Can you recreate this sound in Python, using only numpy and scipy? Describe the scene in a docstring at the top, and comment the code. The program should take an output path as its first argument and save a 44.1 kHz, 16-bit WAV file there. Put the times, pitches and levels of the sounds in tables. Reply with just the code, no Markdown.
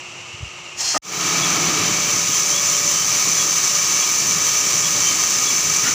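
"""On a village road a vehicle idles, bumps, vents a whistling jet of air and clunks; then the scene changes.
Under a tin roof a band saw fades in, ripping a log. Its teeth tear the fibres, so the kerf hisses and blade and
frame ring in forced vibration. The band sings between its wheels and chirps by friction in its guides, while
the carriage rumbles, timber knocks and the drive hums."""
import sys
import numpy as np
from scipy import signal
from scipy.fft import rfft, irfft
from scipy.io import wavfile

SR = 44100
rng = np.random.default_rng(int(sys.argv[2]) if len(sys.argv) > 2 else 0)


def waveform_to_disk(signal):
    """Save audio, clipped to [-1, 1], as 16-bit WAV at the path in sys.argv[1]."""
    frames = np.transpose(np.atleast_2d(signal))
    scaled = np.clip(frames, -1, 1) * 32767
    samples = np.round(scaled).astype(np.int16)
    wavfile.write(sys.argv[1], SR, samples)


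N = 261954
TIME = np.arange(N) / SR
FREQ = np.fft.rfftfreq(N, 1 / SR)


def saw_teeth():
    """Forced vibration: teeth tearing uneven fibres make the kerf hiss, the frame ring, the log groan."""
    # Broad spectra of the kerf and of blade and frame: frequency_hz, level_db
    kerf_spectrum = [(2500, -33), (4000, -17.5), (5200, -8.5), (6300, -6), (6650, -6.5), (7500, -7),
                     (8000, -15.5), (9500, -21), (12000, -29.5), (13900, -24.5), (14700, -21),
                     (15500, -16.5)]
    frame_spectrum = [(250, -13), (550, -9.5), (850, -7.5), (1080, -1), (1480, -7), (1700, -2.5),
                      (2050, -4), (2650, 0), (3600, -5), (4800, -4), (7000, -12), (9000, -35.5)]
    # Resonances standing on those spectra: centre_hz, width_hz, height_db
    kerf_modes = [(5480, 290, 2.6), (6080, 650, 9.95), (7070, 370, 5.7), (11340, 710, 5.4), (14700, 160, 4)]
    frame_modes = [(1249, 93, 9.5), (2282, 163, 7.7), (3100, 36, 0.7), (3900, 67, 4.9), (4430, 60, 2.7),
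                   (4540, 70, 5.7)]
    # Groan of the log as the blade enters: time_s, level_db
    entry_envelope = [(1.0, -29), (1.3, -30), (1.6, -26.5), (1.85, -29), (2.1, -37), (2.4, -42)]
    # Resonances of the log: centre_hz, half_width_hz, level_db
    log_modes = [(171.6, 20, 0), (326, 37, -0.5), (431, 38, -3.5), (790, 260, -2), (1262, 98, 0.5),
                 (2270, 90, -25)]
    bite = gain_of(np.tanh(wander(180)))  # single fibres roughen the sound
    grain_load = np.tanh(wander(14))  # hard and soft grain loads the teeth
    settling_s = [1.83, 2.38]  # deep in the log, the hiss grows and the frame calms
    hiss_db = np.interp(TIME, settling_s, [-21, -18]) + .72 * grain_load
    frame_db = np.interp(TIME, settling_s, [-23.5, -26]) + .92 * grain_load
    kerf = gain_of(hiss_db) * colour(white() * bite, kerf_spectrum, kerf_modes)
    frame = gain_of(frame_db) * colour(white() * bite, frame_spectrum, frame_modes)
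    groan = level(entry_envelope) * resonate(white(), log_modes)
    return shed_echoes(kerf, t60_s=.3, wet_db=-16) + shed_echoes(frame + groan, t60_s=.45, wet_db=-11)


def blade_song():
    """Transverse vibration: the free span of the band sings at one pitch, swelling and sinking."""
    # Overall strength of the song: time_s, level_db
    envelope = [(1.3, -48.5), (2.15, -41), (2.35, -48.5), (2.85, -39), (3.0, -51), (3.8, -48), (4.9, -46),
                (5.35, -51), (5.94, -53)]
    swell_hz, crest_s = 3.29, 2.84
    swell_db = 3 * np.cos(2 * np.pi * swell_hz * (TIME - crest_s))
    swell_db += 4 * np.tanh(wander(2 * swell_hz))
    return level(envelope) * gain_of(swell_db) * tone(582.4, stray_hz=4, flutter_db=1, pace_hz=14)


def guide_chirps():
    """Stick-slip friction: the band chirps as it catches and slips in its guides."""
    # Rubs against the guides: centre_s, level_db, pitch_hz, half_length_s
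    chirps = [(1.44, -24, 3350, .022), (1.89, -30, 3070, 0.05), (2.09, -28, 3080, .021),
              (2.32, -31, 3350, .025), (2.35, -32, 3160, .03), (2.53, -29.5, 3180, 0.027),
              (2.575, -26, 3380, 0.03), (2.75, -29, 3100, 0.021), (2.98, -30, 3070, 0.067),
              (3.405, -26.5, 3360, 0.037), (4.03, -30, 3290, 0.026), (4.48, -31, 3130, .022),
              (4.65, -33, 3090, .025), (4.855, -27.5, 3350, .022), (5.08, -26.5, 3080, 0.042),
              (5.485, -23.5, 3360, .02)]
    stick_slip = unit_rms(gain_of(3.4 * np.tanh(wander(90))))
    return stick_slip * bursts(chirps, stray_fraction=.009, pace_hz=150)


def carriage():
    """Rolling noise: the carriage runs unevenly, and its jolts modulate a low rumble."""
    # Strength of the rumble: time_s, level_db
    envelope = [(1.3, -43), (1.7, -39), (2.05, -36), (2.5, -39.5), (3.3, -40.5), (4.1, -40), (4.3, -39),
                (5.94, -40.5)]
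    # Spectrum of the rumble: frequency_hz, level_db
    spectrum = [(25, -37), (50, -38), (75, -13), (105, 0), (165, 1), (250, -4.5), (340, -3), (440, -7.5),
                (600, -10.5), (1200, -44)]
    jolts = gain_of(2 * wander(11))
    return level(envelope) * jolts * colour(white(), spectrum)


def drive():
    """Rotating machinery: drive and wheels hum in a line spectrum whose higher tones stray further."""
    # Tones of the drive and wheels: pitch_hz, level_db
    tones = [(163, -47.5), (376.8, -52.5), (425.3, -49), (527.6, -58.5), (672.9, -57), (769.8, -56),
             (926, -55.5), (969, -58), (1049, -49.5), (1125, -44.5), (1243, -43.5), (1863, -51),
             (2342, -45), (5530, -35.5)]
    return sum(gain_of(db) * tone(hz, stray_hz=1.5 + .0025 * hz, flutter_db=3, pace_hz=16)
               for hz, db in tones)


def timber():
    """Impact and sliding friction: shifted timber knocks, and a plank scrapes at the carriage."""
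    # Knocks of timber: centre_s, level_db, pitch_hz, half_length_s
    knocks = [(1.42, -33, 149.4, .03), (1.8, -34.5, 95, 0.022), (4.27, -33, 158, 0.032),
              (4.37, -31.5, 150, 0.021), (4.86, -33, 162, .03), (5.71, -35, 146.4, 0.022),
              (5.84, -36, 135, .027)]
    # Strength of the scrape: time_s, level_db
    scrape_envelope = [(5.82, -51), (5.845, -30), (5.88, -23.5), (5.94, -38)]
    # Resonances of the plank: centre_hz, half_width_hz, level_db
    plank_modes = [(239, 79, -2), (945, 240, -2), (1440, 200, 7), (1840, 260, 6.5), (2780, 180, 3)]
    knocking = bursts(knocks, stray_fraction=.15, pace_hz=58.8)
    return knocking + level(scrape_envelope) * resonate(white(), plank_modes)


def air_valve():
    """Flow-excited resonance: a jet of compressed air drives the valve's modes until they whistle."""
    # Strength of the flow and of the whistling: time_s, level_db
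    flow_envelope = [(.74, -70), (.768, -41), (.785, -29), (.803, -25), (.812, -19), (.825, -24.5),
                     (.85, -23), (.93, -23), (.98, -22.5)]
    whistle_envelope = [(.76, -40), (.80, -6), (.835, -6), (.85, 0), (.915, 1), (.94, -3), (.98, -6)]
    # Spectrum of the jet: frequency_hz, level_db
    jet_spectrum = [(150, -36), (500, -16), (800, -7.5), (1400, -12), (1900, -7.5), (3700, -11),
                    (4900, -4.5), (6200, -0.5), (6600, -3), (7400, -4), (8500, -14.5), (11000, -23.5),
                    (13700, -29), (15200, -21)]
    # Whistling modes of the valve: pitch_hz, level_db
    valve_tones = [(3240, -42), (4285, -31), (4926, -33), (5373, -38), (5582, -30.5), (6035, -37),
                   (6234, -29.5), (6724, -38), (6864, -33.5), (7472, -39)]
    cavity_modes = [(hz, 110, 6) for hz, _ in valve_tones]
    jet = level(flow_envelope) * colour(white(), jet_spectrum, cavity_modes)
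    whistles = sum(gain_of(db) * tone(hz, stray_hz=13, flutter_db=3, pace_hz=70)
                   for hz, db in valve_tones)
    return jet + level(whistle_envelope) * whistles


def panel_clunk():
    """Modal response: a brief force sounds the resonances of a panel as a clunk."""
    # Force on the panel: time_s, level_db
    force_envelope = [(.93, -67), (.943, -30), (.952, -19.5), (.962, -21.5), (.968, -18.5), (.98, -32)]
    # Resonances of the panel: centre_hz, half_width_hz, level_db
    panel_modes = [(335, 35, -8.5), (730, 200, 1.5), (1245, 96, 3), (1800, 140, -4)]
    return level(force_envelope) * resonate(white(), panel_modes)


def roadside():
    """Superposition: broadband outdoor noise, the faint tones of an idling vehicle and its soft bumps."""
    # Spectrum of the outdoor wash: frequency_hz, level_db
    wash_spectrum = [(25, -34), (70, -14), (130, -3.5), (230, -14.5), (700, -9.5), (1200, -8),
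                     (1550, -14.5), (2700, -6), (3600, -14.5), (5100, -15), (5900, -9), (7300, -12.5),
                     (9000, -31.5), (13000, -44)]
    # Peaks and a dip in the wash: centre_hz, width_hz, height_db
    wash_peaks = [(1260, 100, 5), (2190, 160, 5), (2770, 540, 7), (6620, 260, -6)]
    # Steady tones of the idle: pitch_hz, level_db
    idle_tones = [(355.3, -52.5), (1249, -53.5), (2826, -52)]
    # Bumps of the bodywork: centre_s, level_db, pitch_hz, half_length_s
    bumps = [(.345, -34, 119.6, 0.0086), (.409, -29, 125, 0.0044), (.432, -19.5, 85.4, 0.0061),
             (.468, -38, 79.3, .014)]
    wash = gain_of(-35.5) * colour(white(), wash_spectrum, wash_peaks) * gain_of(.5 * wander(25))
    idle = sum(gain_of(db) * tone(hz, stray_hz=5, flutter_db=2.5, pace_hz=18) for hz, db in idle_tones)
    return wash + idle + bursts(bumps, stray_fraction=.078, pace_hz=40)


def shed_echoes(x, t60_s, wet_db):
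    """Reverberation: reflections scattered by the roof and timber stacks decay exponentially."""
    delay_s, echoes_per_s = TIME[:SR // 2], 2000
    strengths = rng.standard_normal(len(delay_s))
    arrivals = (rng.random(len(delay_s)) < echoes_per_s / SR) * (delay_s > .004)
    taps = strengths * arrivals * gain_of(-60 * delay_s / t60_s)
    echoes = signal.fftconvolve(x, taps / np.linalg.norm(taps))[:N]
    return (x + gain_of(wet_db) * echoes) / np.hypot(1, gain_of(wet_db))


def colour(x, spectrum, peaks=()):
    """Spectral shaping: filters x by a broad curve with bell-shaped peaks or dips, to rms 1."""
    hz, db = np.transpose(spectrum)
    shape_db = np.interp(np.log(FREQ + 1), np.log(hz), db)
    for centre_hz, width_hz, height_db in peaks:
        shape_db += height_db * 2 ** -((2 * (FREQ - centre_hz) / width_hz) ** 2)
    return unit_rms(irfft(rfft(x) * gain_of(shape_db), N))


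def resonate(x, modes):
    """Modal summation: x passes through steep resonances, each with its own share of the power."""
    spectrum, response = rfft(x), np.zeros(N)
    for hz, half_width_hz, db in modes:
        mode = irfft(spectrum / (1 + 1j * (FREQ - hz) / half_width_hz) ** 2, N)
        response += gain_of(db) * unit_rms(mode)
    return unit_rms(response)


def tone(hz, stray_hz, flutter_db, pace_hz):
    """Random modulation: a sine of rms 1 whose pitch wavers and whose amplitude flutters."""
    cycles = np.cumsum(hz + stray_hz * wander(pace_hz)) / SR + rng.random()
    flutter = gain_of(flutter_db * np.tanh(wander(pace_hz)))
    return unit_rms(np.sin(2 * np.pi * cycles) * flutter)


def bursts(rows, stray_fraction, pace_hz):
    """Wave packets: short tones of unsteady pitch under Gaussian envelopes."""
    warped_time = np.cumsum(1 + stray_fraction * wander(pace_hz)) / SR
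    packets = np.zeros(N)
    for (centre_s, db, hz, half_length_s), phase in zip(rows, rng.random(len(rows))):
        near = abs(TIME - centre_s) < np.pi * half_length_s
        envelope = gain_of(db) * np.exp(-((TIME[near] - centre_s) / half_length_s) ** 2)
        packets[near] += envelope * np.sin(2 * np.pi * (hz * warped_time[near] + phase))
    return packets


def wander(pace_hz):
    """Low-pass noise: a drift of rms 1, no faster than about pace_hz."""
    return unit_rms(irfft(rfft(white()) / (1 + (FREQ / pace_hz) ** 4), N))


def white():
    """White noise: equal power per hertz."""
    return rng.standard_normal(N)


def level(rows):
    """Amplitude envelope: a gain for every sample from rows of time_s, level_db."""
    return gain_of(np.interp(TIME, *np.transpose(rows)))


def gain_of(db):
    """Decibels to amplitude ratio."""
    return 10 ** (np.asarray(db) / 20)


def unit_rms(x):
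    """Power normalisation to rms 1."""
    return x / np.sqrt(np.mean(x ** 2) + 1e-20)


def scene():
    """Sources add linearly: the road scene ends abruptly, the scene changes and the mill fades in, alike in
    both channels."""
    road_end_s, fade_start_s, fade_full_s = .9795, 1.018, 1.29
    road = (roadside() + air_valve() + panel_clunk()) * (TIME < road_end_s)
    mill = saw_teeth() + blade_song() + guide_chirps() + carriage() + drive() + timber()
    fade = np.clip((TIME - fade_start_s) / (fade_full_s - fade_start_s), 0, 1) ** .93
    return np.tile(road + fade * mill, (2, 1))


def record(dry):
    """Band limiting: the microphone loses the deepest bass, and a steep low-pass cuts the top treble."""
    low_edge_hz, high_edge_hz = 50, 15520
    highpass = signal.butter(3, low_edge_hz, "highpass", fs=SR, output="sos")
    lowpass = signal.firwin(1023, high_edge_hz, window=("kaiser", 9), fs=SR)
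    return signal.oaconvolve(signal.sosfilt(highpass, dry), lowpass[None], "same")


dry = scene()
out = record(dry)
waveform_to_disk(out)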